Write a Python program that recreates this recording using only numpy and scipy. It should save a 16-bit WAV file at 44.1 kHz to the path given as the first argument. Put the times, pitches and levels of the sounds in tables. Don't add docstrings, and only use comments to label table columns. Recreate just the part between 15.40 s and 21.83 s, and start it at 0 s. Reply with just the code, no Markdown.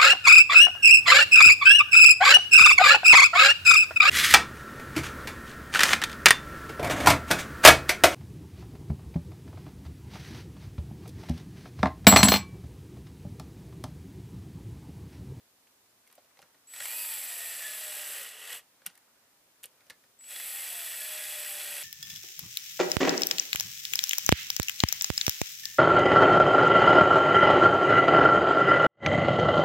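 import sys
import numpy as np
from scipy import signal
from scipy.fft import rfft, irfft
from scipy.io import wavfile
from scipy.ndimage import uniform_filter1d

SR = 44100
rng = np.random.default_rng(int(sys.argv[2]) if len(sys.argv) > 2 else 0)


def pcm_store(signal):
    levels = np.round(np.clip(np.atleast_2d(signal), -1, 1) * 32767)
    wavfile.write(sys.argv[1], SR, levels.astype(np.int16).T)


def amplitude_ratio(level_db):
    exponent = np.asarray(level_db, float) / 20
    return 10 ** exponent


N = 283719
T = np.arange(N) / SR


def level(x, db):
    return x * amplitude_ratio(db) / np.sqrt(np.mean(x ** 2))


def colour(x, points, modes=(), size=4096):
    hz = np.maximum(np.arange(size // 2 + 1) * SR / size, 1)
    p = np.array(points, float)
    db = np.interp(np.log(hz), np.log(p[:, 0]), p[:, 1])
    for mode_hz, width_hz, gain_db in modes:
        db = db + gain_db / (1 + (2 * (hz - mode_hz) / width_hz) ** 2)
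    cepstrum = irfft(db * np.log(10) / 20)
    cepstrum[1:size // 2] *= 2
    cepstrum[size // 2 + 1:] = 0
    return signal.fftconvolve(x, irfft(np.exp(rfft(cepstrum))))[:len(x)]


def band(x, lo_hz, hi_hz):
    return signal.sosfilt(signal.butter(2, [lo_hz, hi_hz], "band", fs=SR, output="sos"), x)


def walk(rate):
    hold = int(SR / rate)
    held = rng.standard_normal(2 ** 11)[np.arange(N) // hold % 2 ** 11]
    return 1.13 * uniform_filter1d(uniform_filter1d(held, hold), hold)


def curves(table):
    s, *columns = np.transpose(table)
    return [np.interp(T, s, c) for c in columns], (T >= s[0]) & (T <= s[-1])


def rattle(spread_db, flicker_db):
    return rng.standard_normal(N) * amplitude_ratio(spread_db * rng.exponential(size=N) + flicker_db * walk(150))


FAST_STAGE, ROTOR = 2.7, .335
# pitch_hz, level_db (per Hz)
CASE_COLOUR = [(71, -56), (120, -28), (214, -25.5), (327, -22.5), (476, -12), (594, -4.5), (1040, -10.5),
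               (1920, 1.5), (2160, -2.5), (2610, 0.5), (3790, -2.5), (7000, -5.5), (9100, -8),
               (15400, -120)]
HOUSING_COLOUR = [(4500, -33), (6200, -32), (7000, -9.5), (7800, 1.5), (8840, -0.5), (11100, 3),
                  (13600, -1), (14900, -4), (15600, -10), (17000, -47)]
# pitch_hz, width_hz, first_screw_db, second_screw_db
CASE_MODES = [(590, 90, 1, 0), (1230, 90, 3, 1), (1745, 80, 1.5, 2), (1930, 100, 1.5, 2.5),
              (2330, 100, 1, 3), (2610, 130, 3, 5.5), (2950, 150, 1, 2), (3390, 130, 1.5, 6.5),
              (4730, 300, 3, 2)]
HOUSING_MODES = [(7400, 300, 2, -2), (8090, 200, 5, 3), (8420, 150, 2, 3), (9930, 110, 3, 5),
                 (11130, 160, 4, 6), (12660, 300, 3, 3), (13700, 150, 3, 3)]
# pitch_hz, width_hz, level_db
STRAINED_MODES = [(436, 92, 10.5), (1174, 120, 7), (1950, 160, 4.5), (2400, 100, -10), (2900, 650, 7),
                  (3430, 150, 2), (5160, 11000, -11.5)]
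WHISTLE_APART_DB = (-9, 7)


def drill():
    gates, runs = zip(*map(controls, range(2)))
    hz, slow_db, fast_db, side_db, strain, case_db, housing_db, whistle_db = np.where(T < 4, *runs)
    running = sum(gates)
    turns = np.cumsum(hz) / SR
    slow, fast, fifth = tooth_whines(hz, turns, slow_db, fast_db)
    rotor = 2 * np.pi * (ROTOR * turns + 0.049 * walk(30))
    hum = rotor_hum(rotor, slow_db, side_db, strain)
    whistle = chopper_whistle(rotor, side_db)
    tones = np.sqrt(2) * (slow + fast + fifth + hum) * running
    out = np.array([tones, amplitude_ratio(-6) * tones + amplitude_ratio(12) * fast * running])

    throb = swell(turns)
    low = [throb * rattle(0.56, 1.0) for _ in range(2)]
    high = [throb * rattle(0.56, 1.0) for _ in range(2)]
    pressed = np.array([level(colour(x, CASE_COLOUR, STRAINED_MODES), 0) for x in low])
    sizzle = amplitude_ratio(-9 + 20 * np.log2(hz / 800))
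    for k, on in enumerate(gates):
        case_modes = [(m[0], m[1], m[2 + k]) for m in CASE_MODES]
        housing_modes = [(m[0], m[1], m[2 + k]) for m in HOUSING_MODES]
        case = np.array([level(colour(x, CASE_COLOUR, case_modes), 0) for x in low])
        case = (1 - strain) * case + strain * pressed
        case[0] += amplitude_ratio(-11.5) * flares(low[1], k)
        housing = [level(colour(x, HOUSING_COLOUR, housing_modes), 0) for x in high]
        housing = np.array([x + sizzle * band(x, 10000, 15900) for x in housing])
        gears = amplitude_ratio(case_db) * (case + amplitude_ratio(housing_db + 0.38) * housing)
        sing = np.sqrt(2) * amplitude_ratio(whistle_db + 1.5 + 0.27 * walk(35)) * whistle
        out = out + on * (gears + sing * amplitude_ratio(np.array([[0], [WHISTLE_APART_DB[k]]])))
    return out


# time_s, pitch_hz
SPEED = [
    [(1.27, 60), (1.41, 560), (1.49, 885), (1.62, 962), (1.74, 890), (1.9, 712), (2.2, 648), (2.81, 576),
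     (2.92, 330)],
    [(4.79, 60), (4.92, 520), (5.04, 795), (5.17, 810), (5.32, 708), (5.45, 662), (5.7, 620), (6.0, 601),
     (6.43, 579)],
]
# time_s, case_rattle_db
EFFORT = [
    [(1.272, -70), (1.342, -52.5), (1.44, -45.5), (1.9, -45), (2.77, -43.5), (2.976, -50.5), (3.138, -43.5),
     (3.19, -49), (3.235, -85)],
    [(4.79, -77), (4.83, -66.5), (4.91, -48.5), (5.01, -46), (5.37, -44), (6.1, -43), (6.43, -43)],
]
# trigger_released_s, head_seats_s, slow_whine_db, fast_whine_db, whistle_sideband_db, whistle_db
SCREWS = [
    (3.175, 2.98, -62.5, -59, -4.5, -51),
    (6.6, 8, -58.5, -62.5, -12.5, -52.5),
]
LOAD_DB_PER_HZ = (-.001, -.05)
# pitch_hz, width_hz, level_db
FAST_HUMPS = [(1720, 110, 6.5), (2680, 300, 14.5)]


def controls(k):
    released_s, seats_s, slow_db, fast_db, side_db, whistle_db = SCREWS[k]
    (hz,), _ = curves(SPEED[k])
    inertia = int(.05 * SR)
    hz = uniform_filter1d(uniform_filter1d(hz, inertia), inertia)
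    (case_db,), on = curves(EFFORT[k])
    hz = hz + 14 * np.maximum(case_db + 50.5, 0) * np.clip((T - seats_s - .07) / .03, 0, 1)
    strain = np.exp(np.minimum(T - seats_s, 0) / 0.31)
    unloaded_hz = np.maximum.accumulate(hz[::-1])[::-1]
    idle_db = -0.3 * np.maximum(550 - hz, 0)
    load_db = LOAD_DB_PER_HZ[k] * np.maximum(unloaded_hz - 600, -30)
    slow_db = slow_db + load_db + idle_db - 4.0 * strain
    humps_db = sum(db / (1 + (2 * (FAST_STAGE * hz - f) / w) ** 2) for f, w, db in FAST_HUMPS)
    fast_db = fast_db + idle_db + humps_db
    side_db = side_db + 3.0 * strain + 0.29 * (1 - strain) * idle_db
    housing_db = 2 + 5.5 * np.log2(np.maximum(hz, 623 * (1 - strain)) / 600)
    whistle_db = whistle_db + strain * (-7.5 + 1.5 * (case_db + 43))
    whistle_db = whistle_db - 800 * np.maximum(T - released_s, 0)
    whistle_db = whistle_db - 6 * np.exp(-np.maximum(T - EFFORT[k][0][0], 0) / 0.041)
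    return on, np.array([hz, slow_db, fast_db, side_db, strain, case_db, housing_db, whistle_db])


def tooth_whines(hz, turns, slow_db, fast_db):
    slow = amplitude_ratio(slow_db + 1.4 * walk(25)) * np.sin(2 * np.pi * (turns + .035 * walk(30)))
    fast_phase = 2 * np.pi * (FAST_STAGE * turns + .26 * walk(50))
    strands = 1 + 0.13 * np.cos(2 * np.pi * 0.28 * turns)
    overtone = amplitude_ratio(-13) * np.sin(2 * fast_phase + 1.5 * walk(80))
    fast = amplitude_ratio(fast_db + 4.9 * walk(40)) * strands * (np.sin(fast_phase) + overtone)
    fifth = amplitude_ratio(fast_db - 3) * (hz / 940) ** 4 * np.sin(2 * np.pi * (4.95 * turns + .35 * walk(120)))
    return slow, fast, fifth


# multiple of the rotor rate, level_db against the slow whine
ROTOR_ORDERS = [(1, -19.5), (2, -13.5), (4, -6)]


def rotor_hum(rotor, slow_db, side_db, strain):
    base_db = slow_db + 0.57 * side_db - 12.3 * strain
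    return sum(amplitude_ratio(base_db + db + 4.0 * walk(22)) * np.sin(k * rotor) for k, db in ROTOR_ORDERS)


# from_s, to_s, shift_hz
WHISTLE_DIPS = [
    (1.2, 1.78, -16),
    (1.78, 2.6, -5),
    (4.7, 4.97, -10),
    (5.33, 5.42, -9),
    (5.86, 6.26, -11),
]


def chopper_whistle(rotor, side_db):
    dips = sum(dip * ((T > a) & (T < b)) for a, b, dip in WHISTLE_DIPS) * 1.
    whistle_hz = 7820 + uniform_filter1d(dips, size=1500)
    chop = 2 * np.pi * (np.cumsum(whistle_hz) / SR + 0.065 * walk(25))
    sidebands = np.sin(chop - rotor) + amplitude_ratio(-12) * np.sin(chop + rotor)
    return np.sin(chop) + amplitude_ratio(side_db) * sidebands


# multiple of the tooth rate, depth_db
THROBS = [(.025, 0), (.11, 0.95), (.255, 0.9)]


def swell(turns):
    return amplitude_ratio(sum(db * np.cos(2 * np.pi * (k * turns + 0.13 * walk(5.6))) for k, db in THROBS))


def flares(x, k):
    total = 0
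    for mode in CASE_MODES[2:8]:
        hz, width_hz = mode[:2]
        flare = amplitude_ratio(2.0 * mode[2 + k] + 3.0 * walk(14))
        total = total + flare * band(x, hz - width_hz / 4, hz + width_hz / 4)
    return level(total, 0)


# start_s, peak_db, ring_hz, hardness_db
TAPS = [(0.269, -53, 2770, -7), (0.666, -54, 2260, -1), (0.674, -44.5, 2250, 0.5),
        (0.699, -49.5, 1750, -10), (0.712, -50, 1220, 1.5), (0.725, -43, 645, 3), (.752, -47, 2300, 9),
        (0.778, -43, 664, -28), (.79, -55, 650, -9), (0.844, -55, 605, -8), (0.97, -48, 2330, -20),
        (0.989, -41, 740, -12), (0.998, -50, 596, -20), (1.017, -44.5, 2480, -3), (1.024, -42.5, 1590, -22),
        (1.03, -52, 567, -24), (1.144, -49.5, 1720, -26), (1.195, -56, 1800, 12), (4.405, -52, 1950, -15),
        (4.466, -47.5, 600, -6), (4.4976, -30.5, 3660, -5), (4.503, -31, 1860, -6), (4.505, -47, 590, -22),
        (4.529, -57, 1750, 5), (4.637, -49.5, 1660, -11), (4.69, -62, 1300, -5)]
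SNAPS = [(3.417, -45.5, 1790, -27), (3.448, -54, 1940, -27), (3.458, -35, 2840, -15),
         (3.462, -16, 2820, 9.5), (3.466, -52, 180, -20), (3.467, -34, 1790, -5), (3.473, -46, 1880, -14),
         (3.498, -46.5, 1720, -15), (3.552, -44.5, 1890, 4), (3.575, -41, 1760, 9), (4.229, -42, 1850, 3),
         (4.233, -30.5, 2900, 5.5), (4.239, -27.5, 2960, 1.5), (4.246, -42, 570, -11),
         (4.255, -31, 2900, 20)]
CATCHES = [
    (1.336, -29.5, 2110, -1.5),
    (1.361, -33, 2500, -6),
    (1.401, -26, 2000, -6),
    (1.454, -21, 2220, 2),
    (3.127, -23, 2950, 1),
    (4.807, -47.5, 1930, -4),
    (4.839, -42.5, 2575, -7),
    (4.915, -34.5, 1950, -19),
    (4.96, -26.5, 1960, -14),
    (4.998, -22, 1950, 3),
]
# level_db for taps, snaps, catches
THUMP_DB = (-12, -17, -24)


def ticks():
    out, t = np.zeros(N + 4096), np.arange(4096) / SR
    touches = [(*row, db) for rows, db in zip((TAPS, SNAPS, CATCHES), THUMP_DB) for row in rows]
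    for start_s, peak_db, ring_hz, hardness_db, thump_db in touches:
        low_db = thump_db - .7 * hardness_db
        noise = rng.standard_normal((4, 4096)) * (1 - np.exp(-t / 0.00085))
        thump = noise[0] * np.exp(-t / 0.016)
        thump = band(thump, 100, 1300) + 1.2 * band(thump, 480, 610)
        crack = band(noise[1] * (np.exp(-t / .002) + .25 * np.exp(-t / .010)), 1000, 5500)
        snap = band(noise[2] * (np.exp(-t / .001) + .12 * np.exp(-t / .006)), 8000, 13500)
        ring = band(noise[3] * np.exp(-t / .003), .87 * ring_hz, 1.13 * ring_hz)
        ring_db = (low_db + 1.5 if ring_hz < 900 else 0) - 2.0
        parts = zip((thump, crack, ring, snap), (low_db - 8.5, 0, ring_db, hardness_db + 2.5))
        hit = sum(amplitude_ratio(db) * part / np.abs(part).max() for part, db in parts)
        i = int((start_s + .0008) * SR)
        out[i:i + 4096] += hit * amplitude_ratio(peak_db - 3.5) / np.abs(hit).max()
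    return out[:N]


# peak_s, level_db, fade_db_per_s
RUSTLE = [
    (.75, -72, 79),
    (1.05, -66.5, 40),
    (3.52, -66.5, 17),
    (4.41, -68, 80),
]


def rustle():
    grain = level(band(rattle(2.5, 2.6), 560, 2070), 0)
    return sum(amplitude_ratio(db - 6.5 - fade * np.abs(T - s)) for s, db, fade in RUSTLE) * grain


def tail(t60_s, dull_hz):
    t = np.arange(int(.4 * SR)) / SR
    h = band(rng.standard_normal(len(t)), 95, dull_hz) * np.exp(-np.log(1000) * t / t60_s)
    return h / np.sqrt(np.sum(h ** 2))


# pitch_hz, level_db (per Hz)
HISS_MID = [(15, -52), (25, -23), (112, -8.5), (172, -10), (271, -4.5), (326, -7.5), (475, -7), (529, -7),
            (1210, -10), (1910, -12), (2780, -14), (3440, -14), (15000, -15)]
HISS_SIDE = [(15, -70), (25, -32), (49, -30), (293, -17.5), (691, -6.5), (1460, -9.5), (5720, -9.5),
             (9770, -12), (15000, -7.5)]


def hiss():
    mid = level(colour(rng.standard_normal(N), HISS_MID, size=8192), -67.5) * amplitude_ratio(0.14 * walk(3.55))
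    side = level(colour(rng.standard_normal(N), HISS_SIDE, size=8192), -66)
    return mid, side


# pitch_hz, side_minus_mid_db
WIDTH = [(60, -22), (110, -11), (200, -79), (380, -46), (700, -25), (1290, -28.5), (2380, -24), (4400, -20),
         (8120, -9.5), (15000, -8)]


def scene():
    touch = ticks() + rustle()
    tool, tool_apart = drill()
    near = tool + touch
    mid = near + amplitude_ratio(-16) * signal.fftconvolve(near, tail(0.18, 6000))[:N]
    touch_apart = signal.fftconvolve(touch, tail(0.034, 16000))[:N]
    side = colour(tool_apart + touch_apart, WIDTH)
    hiss_mid, hiss_side = hiss()
    mid, side = mid + hiss_mid, side + hiss_side
    return np.array([mid + side, mid - side]) * amplitude_ratio(np.array([[-.15], [.15]]))


def roll_off(x):
    return signal.sosfilt(signal.butter(12, 16510, fs=SR, output="sos"), x)


def record(dry):
    mix = signal.sosfilt(signal.ellip(8, .2, 45, 15120, fs=SR, output="sos"), dry)
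    return roll_off(mix)


dry = scene()
out = record(dry)
pcm_store(out)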